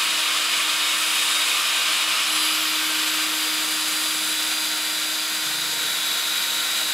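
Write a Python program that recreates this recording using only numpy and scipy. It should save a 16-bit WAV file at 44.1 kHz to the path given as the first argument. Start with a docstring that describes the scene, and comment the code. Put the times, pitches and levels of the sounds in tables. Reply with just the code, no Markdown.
"""A motor-driven gyroscope spins at constant speed in a plastic gimbal on a wooden table.
At first it is nearly upright: its ball bearings rush, shaped by the resonances of the frame, its unbalance hums,
and whining tones at multiples of the rotor speed, with cage sidebands, swell, some alone, some together.
The hum dips in an even run while the base is turned; then a hand tilts the frame, and rush and whine change colour.
Past the horizontal a thin hiss slides down in pitch, and the rotor whirls briefly in low tones."""
import sys
import numpy as np
from scipy import signal
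from scipy.fft import rfft, irfft
from scipy.io import wavfile

SR = 44100
rng = np.random.default_rng(int(sys.argv[2]) if len(sys.argv) > 2 else 0)


def master_out(mix):
    """Clip the mix to full scale and print it as 16-bit PCM to the path in sys.argv[1]."""
    frames = np.transpose(np.atleast_2d(mix))
    ceiling = np.clip(frames, -1, 1)
    pcm = np.round(ceiling * 32767).astype(np.int16)
    wavfile.write(sys.argv[1], SR, pcm)


N = 305613
CONTROL_STEP = 100  # samples between two values of a slow control
ROTOR_HZ, CAGE_HZ = 311.38, 119.93  # turns per second of the rotor and of the cage that holds the balls

# how alike the left and right sides are: f/Hz, likeness (1 = the same on both sides)
LIKENESS = [(60, .7), (130, 0.53), (290, 0.9), (640, 0.85), (1400, 1), (3100, 1), (5500, 1), (7000, 0.83),
            (10000, 0.52), (15000, .55)]


def from_db(db):
    """Turn decibels into a factor for the amplitude."""
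    return 10 ** (np.asarray(db) / 20)


def rms_one(x):
    """Scale a signal to an rms of 1."""
    return x / np.sqrt(np.mean(x ** 2) + 1e-20)


def seconds():
    """Time of every sample."""
    return np.arange(N) / SR


def ticks():
    """Times of the slow controls."""
    return np.arange(N // CONTROL_STEP + 2) * CONTROL_STEP / SR


def per_sample(control):
    """Fill in a slow control, sample by sample."""
    return np.interp(seconds(), ticks(), control)


def bin_hz():
    """Frequency of every bin of the spectrum, at least 1 Hz so that its logarithm exists."""
    return np.maximum(np.arange(N // 2 + 1) * SR / N, 1)


def in_time(rows):
    """Turn each column of a table over time into a slow control."""
    times, *columns = np.transpose(rows)
    return [np.interp(ticks(), times, column) for column in columns]


def at_hz(points, hz):
    """Read each column of a spectrum table on a log-frequency axis."""
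    table_hz, *columns = np.transpose(points)
    return np.array([np.interp(np.log(hz), np.log(table_hz), column) for column in columns])


def drift(rate):
    """Slow random control with an rms of 1: noise smoothed by two equal poles at the rate in Hz."""
    pole = np.exp(-2 * np.pi * rate * CONTROL_STEP / SR)
    settling = 2000  # values dropped while the filter settles
    noise = rng.standard_normal(len(ticks()) + settling)
    return rms_one(signal.lfilter([1], [1, -2 * pole, pole * pole], noise)[settling:])


def skidding(share, rate):
    """Complex strength of a tone, mean power 1: a steady part and a part that flutters in level and phase."""
    share = np.clip(share, 0, 1)
    flutter = drift(rate) + 1j * drift(rate)
    return np.sqrt(1 - share) + np.sqrt(share / 2) * flutter


def sides(hz):
    """Left and right gains of the microphone pair, with their mean power kept at 1."""
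    # f/Hz, left minus right level/dB
    balance = [(100, -1.5), (380, 2.6), (700, 2.5), (1300, .5), (4400, 0.1), (8100, 0.5), (10000, -3),
               (12500, 5.5), (15000, 1.5)]
    pair = from_db(at_hz(balance, np.atleast_1d(hz)) * [[.5], [-.5]])
    return pair / np.sqrt(np.mean(pair ** 2, axis=0))


def partial(hz, strength):
    """A tone whose complex strength sets its rms and phase; where the sides are less alike, their phases part."""
    wave = per_sample(strength) * np.exp(2j * np.pi * (hz * seconds() + rng.random()))
    alike = np.clip(at_hz(LIKENESS, hz)[0], 0, 1)
    shared = np.sqrt(1 + alike) * wave.imag
    opposed = np.sqrt(1 - alike) * wave.real * [[1], [-1]]
    return sides(hz) * (shared + opposed)


def reflections(echo_db, t60):
    """Direct sound plus a short tail from table and wall: a fine ripple over the spectrum, mean power 1."""
    # the tail falls by 60 dB in t60 seconds, down to a floor at -120 dB
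    tail = rng.standard_normal(N) * from_db(-60 * np.minimum(seconds() / t60, 2))
    response = 1 + from_db(echo_db) * rfft(tail) / np.linalg.norm(tail)
    return response / np.sqrt(1 + from_db(echo_db) ** 2)


def sliding_hiss():
    """As the frame passes the horizontal, a narrow band of bearing hiss swells, slides down and fades."""
    start_s, length_s, peak_db = 4.6, 2.8, -46
    start_hz, sag_hz_per_s, half_width_hz = 13050, 400, 160
    age = seconds() - start_s
    swell = np.sin(np.pi * np.clip(age / length_s, 0, 1))
    carrier = np.exp(2j * np.pi * np.cumsum(start_hz - sag_hz_per_s * age) / SR)
    lowpass = signal.butter(2, half_width_hz, fs=SR, output="sos")
    blur = signal.sosfilt(lowpass, rng.standard_normal((2, N)))
    # slow noise times the carrier gives a noise band around the sliding pitch
    band = rms_one(((blur[0] + 1j * blur[1]) * carrier).real)
    return from_db(peak_db) * swell * sides(start_hz) * band


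def whirl(unrest):
    """In its bearing play the shaft orbits just under half speed; mixed with the rotation: two pairs of low tones."""
    # t/s, lower pair level/dB, upper pair level/dB
    whirl_levels = [(5.39, -85, -85), (5.46, -53, -62), (5.58, -55, -61), (5.7, -56, -52), (5.92, -58, -58),
                    (6.05, -83, -85)]
    orbit_hz = 142.3
    out = 0
    for hz in (orbit_hz, ROTOR_HZ - orbit_hz):
        # the upper pair lies one rotor frequency above the lower pair
        for turns, level_db in enumerate(in_time(whirl_levels)):
            strength = from_db(level_db) * skidding(unrest, rate=6)
            out = out + partial(hz + turns * ROTOR_HZ, strength)
    return out


def hum_dips(count):
    """While the base is turned, the hum dips in an even run, each dip shallower than the last (in dB)."""
    first_s, every_s, length_s = 1.64, 0.176, 0.047  # middle of the first dip, spacing, length
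    first_db, kept_share = -16, 0.73
    dips = 0
    for k in range(count):
        since_middle = ticks() - first_s - k * every_s
        dips = dips + first_db * kept_share ** k * np.exp(-(2 * since_middle / length_s) ** 2)
    return dips


def hum(waver_db, waver_rate):
    """The unbalance shakes the table once a turn; its hum wavers slightly in level."""
    # jumps as the frame starts to tip, eases as it lies down: t/s, level before waver and dips/dB
    unbalance = [(0.06, -47), (2.27, -49), (2.33, -41), (3.18, -39), (5.6, -46.5), (5.62, -49.5),
                 (6.9, -49.5)]
    level_db, = in_time(unbalance)
    waver = waver_db * from_db(level_db.min() - level_db) * drift(waver_rate)
    return partial(ROTOR_HZ, from_db(level_db + waver + hum_dips(count=4)))


def sung_power(rotor, cage):
    """Power that one tone gains when it sings out in the frame: each swell rises, holds and fades."""
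    # start t/s, length/s, rotor multiple, cage multiple, level before trim/dB
    singing = [(0.65, 1.64, 12, 0, -34.5), (0.9, 0.7, 30, 0, -39), (1.3, 2.1, 17, 0, -44.5),
               (2.24, 0.46, 34, 0, -37), (2.24, 0.33, 33, 0, -38), (2.24, 0.38, 39, 0, -45),
               (2.28, 0.28, 13, 0, -36.5), (2.32, 0.3, 15, 1, -35.5), (2.35, 1.5, 41, 0, -39.5),
               (2.676, 0.82, 5, 0, -42), (3.0, 3.06, 15, 1, -39), (3.55, 1.1, 34, 0, -43),
               (3.55, 1.2, 31, 0, -46), (3.65, 2, 13, -1, -38.5), (5.4, 2.9, 12, 1, -35),
               (5.6, 2.2, 13, -2, -39), (5.85, 1.3, 39, 0, -44), (5.9, 0.49, 11, 0, -37),
               (6.5, 0.6, 13, -1, -39)]
    trim_db, attack_share, release_share = 0.3, 0.14, 0.33  # shares of the length of a swell
    power = 0
    for start, length, rotor_order, cage_order, db in singing:
        if (round(rotor_order), round(cage_order)) == (rotor, cage):
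            age = (ticks() - start) / length
            swell = np.clip(np.minimum(age / attack_share, (1 - age) / release_share), 0, 1)
            power = power + (swell * from_db(db + trim_db)) ** 2
    return power


def whine(side_load, loose_share, loaded_share, skid_rate, swell_share, swell_rate):
    """Rotor multiples and cage sidebands; upright the balls skid and blur them, side load makes them roll true."""
    # rotor multiple, level under end load before trim/dB, level under side load before trim/dB
    rotor_orders = [(2, -59, -58.5), (3, -47.5, -48), (4, -52, -50.5), (5, -44.5, -48), (6, -52, -51.5),
                    (7, -40.5, -58), (8, -38, -46.5), (9, -41, -53), (10, -54, -46.5), (11, -46, -43),
                    (12, -36.5, -43.5), (13, -42, -43.5), (14, -61, -52), (15, -59, -44), (16, -54, -54),
                    (17, -45, -48.5), (18, -56, -59), (19, -63, -50), (20, -62, -53), (21, -60, -54),
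                    (22, -52, -60), (23, -48, -52), (24, -52, -47.5), (25, -48, -50), (28, -61, -69),
                    (29, -64, -64), (30, -59, -51), (31, -54, -54), (32, -60, -51), (33, -55, -52),
                    (34, -64, -45.5), (35, -59, -47), (36, -65, -58), (37, -60, -51), (38, -64, -58),
                    (39, -61, -52), (40, -60, -46.5), (41, -58, -52), (42, -61, -56), (43, -60, -60),
                    (44, -60, -56), (45, -65, -56), (46, -65, -56)]
    # rotor multiple, cage multiple, level under end load before trim/dB, level under side load before trim/dB
    sidebands = [(0, 1, -69.5, -71.5), (1, -1, -65, -60.5), (3, 1, -44.5, -51), (5, 1, -62, -51.5),
                 (8, 1, -43, -58), (11, 1, -42, -56), (12, -1, -52, -45), (11, 2, -57, -56),
                 (13, -2, -54, -57), (12, 1, -50, -61), (13, -1, -48, -43), (14, -1, -51, -51),
                 (16, -2, -54, -49.5), (15, 1, -41.5, -41.5)]
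    trim_db = 0.6
    skid = loose_share + (loaded_share - loose_share) * side_load
    tones = [(rotor, 0, end_db, side_db) for rotor, end_db, side_db in rotor_orders] + list(sidebands)
    out = 0
    for rotor, cage, end_db, side_db in tones:
        rotor, cage = round(rotor), round(cage)
        steady = from_db(end_db + trim_db) * (1 - side_load) + from_db(side_db + trim_db) * side_load
        strength = steady * skidding(skid, skid_rate)
        # at resonance the frame answers a quarter cycle late, and more evenly
        sung = np.sqrt(sung_power(rotor, cage)) * skidding(swell_share * skid, swell_rate)
        out = out + partial(rotor * ROTOR_HZ + cage * CAGE_HZ, strength - 1j * sung)
    return out


def rasp():
    """Gain of the rolling noise as the bearings rasp briefly while the frame is moved."""
    # middle t/s, length/s, extra level/dB
    rasps = [(1.217, .03, 1.3), (2.355, 0.024, 2), (2.44, 0.091, 0.8)]
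    return from_db(sum(db * np.exp(-(2 * (seconds() - middle) / length) ** 2) for middle, length, db in rasps))


def rolling_contact(throb, flutter_db):
    """Stereo spectrum of balls on rough races: noise that throbs as the inner race overtakes the cage."""
    overtaking = 2 * np.pi * (ROTOR_HZ - CAGE_HZ) * seconds()
    turning = 2 * np.pi * ROTOR_HZ * seconds()
    load = 1 + throb * (np.cos(overtaking) + np.cos(2 * overtaking) + np.cos(turning))
    flutter = from_db(flutter_db * per_sample(drift(17)))
    mid, side = rfft(rng.standard_normal((2, N)) * load * flutter)
    alike = np.clip(at_hz(LIKENESS, bin_hz()), 0, .994)
    stereo = np.sqrt(1 + alike) * mid + np.sqrt(1 - alike) * side * [[1], [-1]]
    return stereo * sides(bin_hz())


def band_rms(spectrum, low_hz, high_hz):
    """Level of one band of a stereo spectrum, both sides mixed."""
    inside = (bin_hz() > low_hz) & (bin_hz() < high_hz)
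    return np.sqrt(2 * np.sum(abs(spectrum.mean(axis=0)[inside]) ** 2)) / N


def bearing_rush(lying):
    """The frame radiates the rolling noise; tilting turns other resonances towards the microphone."""
    # levels of the rolling noise: t/s, frame rush before trim/dB, ball hiss before trim/dB
    rolling = [(0.1, -24, -29.5), (0.76, -24.5, -29.5), (1.12, -24.5, -27.5), (2.2, -23.5, -29.5),
               (2.31, -24.5, -29.5), (2.79, -25.5, -30.5), (4.1, -28, -28.5), (5.31, -30, -31.5),
               (6.9, -28, -30)]
    # broad colour of the rolling noise: f/Hz, relative level upright/dB, relative level on its side/dB
    rush_colour = [(30, -50.5, -48.5), (70, -34.5, -38), (120, -33, -31.5), (193, -20.5, -21.5),
                   (420, -22, -21.5), (850, -13, -14), (1070, -7, -15), (3040, -1, -11.5), (4200, 0, -9),
                   (5870, -16, -19.5), (10540, -11, -12.5), (13000, -17.5, -16), (15500, -28.5, -33)]
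    # resonances (+) and notches (-) of the frame: f/Hz, width/Hz, change upright/dB, change on its side/dB
    frame = [(482, 34, 7, 5), (657, 57, 3, 1.5), (907, 88, -7.2, -11), (953, 11, 6.5, 3),
             (1086, 31, -3.5, -7), (1188, 15, 6, 3), (1290, 37, 2, -8.5), (1370, 174, 0.5, 7.5),
             (1498, 44, -8, 4.5), (1661, 47, -8.5, 0.5), (1916, 350, -5.5, 4.5), (2110, 86, -4.5, -1),
             (2350, 178, 0.1, 3), (2650, 58, -6.5, -2), (3040, 53, -0.2, 8), (3080, 109, 1.2, -3.5),
             (3580, 840, -3.5, 5), (3870, 56, -2, 2.5), (3960, 130, -3.5, 1.5), (4290, 540, -7.5, -1.5),
             (4870, 80, 2, 4.5), (6670, 1530, 3.5, 7), (7810, 330, 6, 4.5), (11380, 499, -4, -2.5),
             (14384, 741, 3, 3), (15433, 877, 1, 10)]
    rush_trim_db, hiss_trim_db, hiss_from_hz = -0.56, -1.25, 6500

    hz, contact = bin_hz(), rolling_contact(throb=.04, flutter_db=0.45)
    colours = at_hz(rush_colour, hz)
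    for centre, width, *posture_db in frame:
        bump = 1 / (1 + (2 * (hz - centre) / width) ** 2)
        colours = colours + np.outer(posture_db, bump)

    rush_db, hiss_db = in_time(rolling)
    treble = 1 / (1 + (hiss_from_hz / hz) ** 8)
    out = 0
    for colour, share in zip(colours, (1 - lying, lying)):
        sound = contact * from_db(colour) * reflections(echo_db=-16, t60=0.059)
        # each part is scaled by the level of its main band
        rush = irfft(sound * (1 - treble), N) / band_rms(sound, 900, 3600)
        hiss = irfft(sound * treble, N) / band_rms(sound, 5500, 15000)
        out = out + per_sample(share * from_db(rush_db + rush_trim_db)) * rush
        out = out + per_sample(share * from_db(hiss_db + hiss_trim_db)) * hiss
    return out


def scene():
    """Rush, whine, hum and whirl of the rotor as the frame tilts."""
    # t/s, share of lying on its side (0-1), side load on the bearings (0-1)
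    posture = [(0, 0.1, 0.33), (2.2, 0, 0.17), (2.35, 0, 0.85), (3.0, 0.22, 0.8), (4.0, 0.53, 1),
               (4.8, 0.87, 0.95), (5.8, 1, 0.9), (6.93, 0.9, 0.97)]
    lying, side_load = np.clip(in_time(posture), 0, 1)
    tones = whine(side_load, loose_share=0.58, loaded_share=0.095, skid_rate=11.8,
                  swell_share=0.72, swell_rate=15)
    low_tones = hum(waver_db=1.5, waver_rate=8) + whirl(unrest=.06)
    return bearing_rush(lying) * rasp() + tones + low_tones + sliding_hiss()


def record(dry):
    """Cut the top steeply: a fall from full to nothing within 100 Hz around the cutoff."""
    cutoff_hz = 15720
    keep = np.clip((cutoff_hz - bin_hz()) / 100 + .5, 0, 1)
    return irfft(rfft(dry) * keep, N)


dry = scene()
out = record(dry)
master_out(out)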